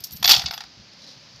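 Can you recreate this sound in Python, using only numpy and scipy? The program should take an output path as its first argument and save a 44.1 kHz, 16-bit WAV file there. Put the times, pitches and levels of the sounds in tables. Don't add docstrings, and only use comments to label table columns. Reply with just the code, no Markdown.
import sys
import numpy as np
from scipy import signal
from scipy.fft import rfft, irfft, next_fast_len
from scipy.io import wavfile

SR = 44100
rng = np.random.default_rng(int(sys.argv[2]) if len(sys.argv) > 2 else 0)


def inscribe(sig):
    pcm = np.round(np.clip(np.atleast_2d(sig).T, -1, 1) * 32767)
    wavfile.write(sys.argv[1], SR, pcm.astype(np.int16))


N = 61739
T = np.arange(N) / SR

# start in seconds, level in dB, length in seconds.
HANDLING_BUMPS = [(.0, -54, .035), (0.113, -45.5, 0.0245), (0.128, -39, 0.039), (0.19, -41, 0.039),
                  (0.231, -45, .045), (0.352, -37.5, 0.061), (0.43, -38, 0.057), (0.492, -42.5, 0.021),
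                  (0.644, -54, 0.044), (0.767, -47.5, .062), (1.16, -53, .025), (1.24, -55.5, .04),
                  (1.325, -53, .069)]
# frequency in Hz, relative density in dB per Hz.
BUMP_COLOUR = [(25, -33.5), (50, -7.5), (75, 4), (125, 0.5), (200, -6.5), (300, -17), (600, -43),
               (3000, -87)]

# frequency in Hz, relative density in dB per Hz.
HISS_COLOUR = [(25, -36), (70, -2.5), (150, 3), (240, -1), (380, -7), (700, -7), (1200, -8), (2500, -6),
               (3600, -5), (4900, 1), (6200, -9), (7200, -20.5), (8300, -39), (14000, -38), (15500, -50.5)]
HISS_DB = -49.5

# start in seconds, relative level in dB.
COIN_CLINKS = [(.004, -42), (0.0378, -32), (0.039, -28), (0.0429, -28.5), (0.05, -37), (0.068, -41),
               (0.108, -40), (0.118, -38.5), (.125, -36.5), (.133, -41), (0.1626, -37.5), (0.169, -37)]
# frequency in Hz, relative density in dB per Hz.
CLINK_COLOUR = [(1000, -45.5), (2200, -17), (3300, -6), (4500, 4.5), (5700, 4), (7000, -5.5), (8500, -9),
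                (10800, -6.5), (12000, -16), (13300, 8.5), (14200, -9.5), (15500, -12)]
# start in seconds, pitch in Hz,
# relative level in dB, free 60 dB decay time in seconds, moment it is damped in seconds.
FREE_RINGS = [(.001, 13080, -46, 0.17, 0.028), (.04, 13380, -37.5, 0.16, 0.11),
              (.122, 12740, -32, 0.12, 0.24), (.126, 13080, -41, 0.51, 0.31),
              (.2275, 13080, -32, 0.15, 0.282), (.2425, 12740, -22, .1, .275),
              (.2453, 4596, -18, .08, 0.41), (.2552, 3410, -13.5, 0.048, 0.39),
              (.2552, 13330, -23, .3, 0.3), (.281, 13345, -14.5, 0.11, 0.308),
              (.3165, 13320, -12, 0.031, .335), (.351, 12740, -40, 0.37, 0.46),
              (.509, 13090, -41.5, 0.2, 0.69), (.5386, 12750, -40.5, 0.14, 0.7),
              (.509, 5150, -22, .03, .535), (.5386, 4970, -28, .05, 0.62), (.606, 4880, -34, .09, 0.78)]
TWIN_HZ, TWIN_DB = 43, -6
RING_RISE_S, DAMPED_T60_S = 0.0023, .03
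TUMBLE_HZ, TUMBLE_DB = 130, 1.5

# start in seconds, relative level in dB, then in dB on top of that level
HOPPER_STRIKES = [(.2275, -16, 4.5, 10.5, -20), (.2425, -11.5, -2, 7, -8), (.2453, -7.5, 1.5, -10, 5),
                  (.2552, -8, 4, -6, -6), (.2765, -4, -4, 6.5, -6), (.285, -12, 6, -2, 4),
                  (.293, -3.5, 0, 14.5, 8), (.2985, -3, -3, -5, 1), (.302, -12.5, 5, 18.5, 15),
                  (.308, -6.5, 0.5, -5, 13), (.3112, -4, -1, 14.5, -15), (.3165, 2, -8, 5, -4),
                  (.3212, -4.5, -7, -4.5, -8), (.3315, -8.5, 3, 5, 2.5), (.338, -6.5, 1.5, -18, 10),
                  (.3475, -11, -1, 4, -21), (.351, -15.5, 4, -4.5, 3), (0.3638, -10, -12, -9, -9),
                  (.3685, -19.5, 4.5, -12, -18), (.379, -20, 1, 12, -5), (.3935, -14.5, 2, -13, -28),
                  (.412, -36, 14.5, -9, -4), (.4175, -21, 6, -15, 0), (.438, -40.5, 20.5, 24, 11),
                  (.4595, -18, -5.5, -17, 12), (0.4614, -18.5, -18, -11, 3), (.478, -30.5, 8, -3.5, 7),
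                  (.484, -27.5, 6.5, -8, -9), (.509, -23.5, 8.5, -3.5, -18), (.526, -33, 13.5, -14, -11.5),
                  (.535, -24.5, 6, -10.5, -10), (.5395, -28.5, 9.5, -8, 10.5), (.577, -26, 6, 4, -4),
                  (.587, -39, 6, -8.5, -15), (.606, -27.5, 10.5, -19, 0.5), (.617, -39, 12, -13.5, -3.5),
                  (.637, -33.5, 8, -12.5, -3)]
# frequency in Hz, relative level in dB,
# 60 dB decay time in seconds.
HOPPER_MODES = [(715, -28, .06), (800, -23, .04), (1340, -33, .05), (2200, -34, .07), (2620, -29, .09),
                (2861, -28, .1), (2976, -28, .08), (3397, -21, .09), (3494, -24, .08), (3840, -24, .1),
                (3913, -26, .08), (4318, -25, .1), (4536, -24, .07), (4612, -22, .09), (4750, -23, .09),
                (5122, -25, .08), (5388, -27, .06)]
HOLLOW_MODES_DB, RINGING_MODES_DB, MODE_SPREAD_DB = 1, 0, 1.5
HOLLOW_BELOW_HZ = 2000
# frequency in Hz, relative density in dB per Hz.
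BODY_COLOUR = [(150, -27), (420, -34), (610, -22), (725, 1), (815, 2.5), (930, -3.5), (1080, -9.5),
               (1350, -5), (1600, -10), (1900, -6), (2400, -10.5), (3000, -32.5)]
# frequency in Hz, relative density in dB per Hz.
CLACK_COLOUR = [(1000, -32), (1900, -20), (2350, -15.5), (2700, -5.5), (3100, -5), (3400, -1.5),
                (3700, -4.5), (4600, 1), (5700, -5.5), (6800, -14), (8200, -31.5), (12000, -50.5)]
# frequency in Hz, relative density in dB per Hz.
EDGE_COLOUR = [(5000, -17.5), (7500, 3.5), (9000, -4.5), (11000, 6.5), (12200, -7), (13200, 13.5),
               (14200, 0), (15500, -20.5)]
BODY_DB, CLACK_DB, EDGE_DB = -15.5, -3.5, -29.5
BODY_T60_S, CLACK_T60_S, EDGE_T60_S, CLINK_T60_S = 0.032, 0.018, 0.028, 0.029

CHATTER_START_SHARE, CHATTER_RISE_S, CHATTER_S = 0.69, 0.0021, 0.0022
LONGEST_ECHO_S, ECHO_SHARE = 0.000916, 0.36

# frequency in Hz, relative density in dB per Hz.
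JOSTLE_COLOUR = [(600, -32), (1200, -17), (2500, -4.5), (3800, 0), (4800, -9), (6500, -5.5), (8300, -17.5),
                 (11500, -21.5), (13300, -5.5), (15500, -22.5)]
JOSTLE_START_S, JOSTLE_PEAK_S, JOSTLE_T60_S = .284, 0.316, 0.19
JOSTLES_PER_S, JOSTLE_SPREAD_DB, JOSTLE_DB = 1800, 2, -20

# time in seconds, level in dB.
BRUSH_CURVE = [(.88, -79.5), (.93, -68), (.98, -59), (1.02, -50.5), (1.06, -50), (1.09, -45), (1.15, -53),
               (1.19, -60.5), (1.22, -54.5), (1.28, -58.5), (1.4, -56.5)]
# start in seconds, relative level in dB.
FINGER_SCUFFS = [(0.933, -45), (1.018, -45), (1.041, -43.5), (1.087, -45.5), (1.112, -48), (1.174, -53.5),
                 (1.36, -44.5)]
# frequency in Hz, relative density in dB per Hz.
BRUSH_COLOUR = [(30, -27), (90, -21), (190, 8.5), (330, -5), (470, -3.5), (550, 8), (660, -8.5), (900, -8),
                (2500, -16), (4000, 5), (5500, 5), (8000, -24), (13500, -27), (15500, -32)]
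BRUSH_GRAINS_PER_S, SCUFF_T60_S = 8100, 0.028

ROOM_DB, ROOM_T60_S, ROOM_TREBLE_T60_S, ROOM_DELAY_S = -14.5, 0.33, 0.17, .006
ROOM_SPLIT_HZ = 7000
CEILING, CUTOFF_HZ = 0.88, 15500


def from_db(db):
    return 10 ** (np.asarray(db) / 20)


def rms_one(x):
    return x / np.sqrt(np.mean(x ** 2) + 1e-20)


def add(out, s, sound):
    i = max(int(s * SR), 0)
    out[i:i + len(sound)] += sound[:N - i]


def colour(x, points):
    size = next_fast_len(2 * N)
    hz, db = np.transpose(points)
    bins_hz = np.fft.rfftfreq(size, 1 / SR)
    curve_db = np.interp(np.log(bins_hz + 1), np.log(hz), db)
    gain = rms_one(from_db(curve_db))
    cepstrum = irfft(np.log(gain), size)
    cepstrum[1:size // 2] *= 2
    cepstrum[size // 2 + 1:] = 0
    response = np.exp(rfft(cepstrum))
    return irfft(rfft(x, size) * response, size)[:N]


def dying(t, t60):
    return np.exp(-np.log(1000) * np.maximum(t, 0) / t60)


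def contacts(times, levels_db, t60):
    out = np.zeros(N)
    t = T[:SR // 10]
    build_up = np.interp(t, [0, CHATTER_RISE_S], [CHATTER_START_SHARE, 1])
    shape = build_up * dying(t - CHATTER_S, t60)
    shape_rms = np.sqrt(np.mean(shape ** 2))
    for s, db in zip(times, levels_db):
        burst = rng.standard_normal(len(t)) * shape
        echo_s = LONGEST_ECHO_S * rng.uniform(.5, 1)
        echo = np.interp(t - echo_s, t, burst, left=0)
        burst = burst + ECHO_SHARE * echo
        add(out, s, from_db(db) * rms_one(burst) * shape_rms)
    return out


def handling():
    out = np.zeros(N)
    for s, db, length in HANDLING_BUMPS:
        count = int(length * SR)
        rumble = rms_one(colour(rng.standard_normal(N), BUMP_COLOUR)[-count:])
        swell = np.sin(np.linspace(0, np.pi, count))
        add(out, s, from_db(db) * rumble * swell)
    return out


def background_hiss():
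    return from_db(HISS_DB) * colour(rng.standard_normal(N), HISS_COLOUR)


def free_rings():
    out = np.zeros(N)
    slow = signal.butter(2, TUMBLE_HZ, fs=SR, output="sos")
    for s, hz, db, t60, damped_s in FREE_RINGS:
        main = np.sin(2 * np.pi * hz * T)
        twin = np.sin(2 * np.pi * ((hz + TWIN_HZ) * T + rng.random()))
        pair = main + from_db(TWIN_DB) * twin
        flutter = rms_one(signal.sosfilt(slow, rng.standard_normal(N)))
        rise = 1 - np.exp(-T / RING_RISE_S)
        damping = dying(s + T - damped_s, DAMPED_T60_S)
        envelope = rise * dying(T, t60) * damping
        add(out, s, from_db(db + TUMBLE_DB * flutter) * pair * envelope)
    return out


def coins():
    clinks = contacts(*np.transpose(COIN_CLINKS), CLINK_T60_S)
    return colour(clinks, CLINK_COLOUR) + free_rings()


def hopper_modes(s, db, body_db, ring_db):
    out = np.zeros(N)
    for hz, mode_db, t60 in HOPPER_MODES:
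        hollow = hz < HOLLOW_BELOW_HZ
        share_db = body_db + HOLLOW_MODES_DB if hollow else ring_db + RINGING_MODES_DB
        chance_db = MODE_SPREAD_DB * rng.standard_normal(len(s))
        polarity = rng.choice([-1, 1], len(s))
        clicks = np.zeros(N)
        clicks[(s * SR).astype(int)] = polarity * from_db(db + share_db + mode_db + chance_db)
        mode = np.sin(2 * np.pi * hz * T) * dying(T, t60)
        out += signal.fftconvolve(clicks, mode)[:N]
    return out


def hopper():
    s, db, body_db, edge_db, ring_db = np.transpose(HOPPER_STRIKES)
    knock = colour(contacts(s, db + body_db + BODY_DB, BODY_T60_S), BODY_COLOUR)
    clack = colour(contacts(s, db + CLACK_DB, CLACK_T60_S), CLACK_COLOUR)
    edge = colour(contacts(s, db + edge_db + EDGE_DB, EDGE_T60_S), EDGE_COLOUR)
    return knock + clack + edge + hopper_modes(s, db, body_db, ring_db)


def jostle():
    struck = rng.random(N) < JOSTLES_PER_S / SR
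    polarity = rng.choice([-1, 1], N)
    strength = from_db(JOSTLE_SPREAD_DB * rng.standard_normal(N))
    touches = struck * polarity * strength
    onset = np.interp(T, [JOSTLE_START_S, JOSTLE_PEAK_S], [0, 1])
    envelope = onset * dying(T - JOSTLE_PEAK_S, JOSTLE_T60_S)
    return from_db(JOSTLE_DB) * colour(rms_one(touches) * envelope, JOSTLE_COLOUR)


def brush():
    strength = rng.standard_normal(N)
    present = rng.random(N) < BRUSH_GRAINS_PER_S / SR
    grains = rms_one(strength * present)
    slide = grains * from_db(np.interp(T, *np.transpose(BRUSH_CURVE)))
    scuffs = contacts(*np.transpose(FINGER_SCUFFS), SCUFF_T60_S)
    return colour(slide + scuffs, BRUSH_COLOUR)


def room(x):
    noise = rng.standard_normal(N)
    low = signal.sosfilt(signal.butter(2, ROOM_SPLIT_HZ, fs=SR, output="sos"), noise)
    high = signal.sosfilt(signal.butter(2, ROOM_SPLIT_HZ, "high", fs=SR, output="sos"), noise)
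    tail = low * dying(T, ROOM_T60_S) - high * dying(T, ROOM_TREBLE_T60_S)
    tail = tail * (T > ROOM_DELAY_S)
    return from_db(ROOM_DB) * signal.fftconvolve(x, tail / np.linalg.norm(tail))[:N]


def scene():
    clatter = hopper() + coins() + jostle()
    hiss = background_hiss()
    return (clatter + room(clatter) + handling() + brush() + hiss)[None]


def record(dry):
    rounded = dry / (1 + (dry / CEILING) ** 4) ** .25
    low_pass = signal.ellip(10, .1, 80, CUTOFF_HZ, fs=SR, output="sos")
    return signal.sosfilt(low_pass, rounded)


dry = scene()
out = record(dry)
inscribe(out)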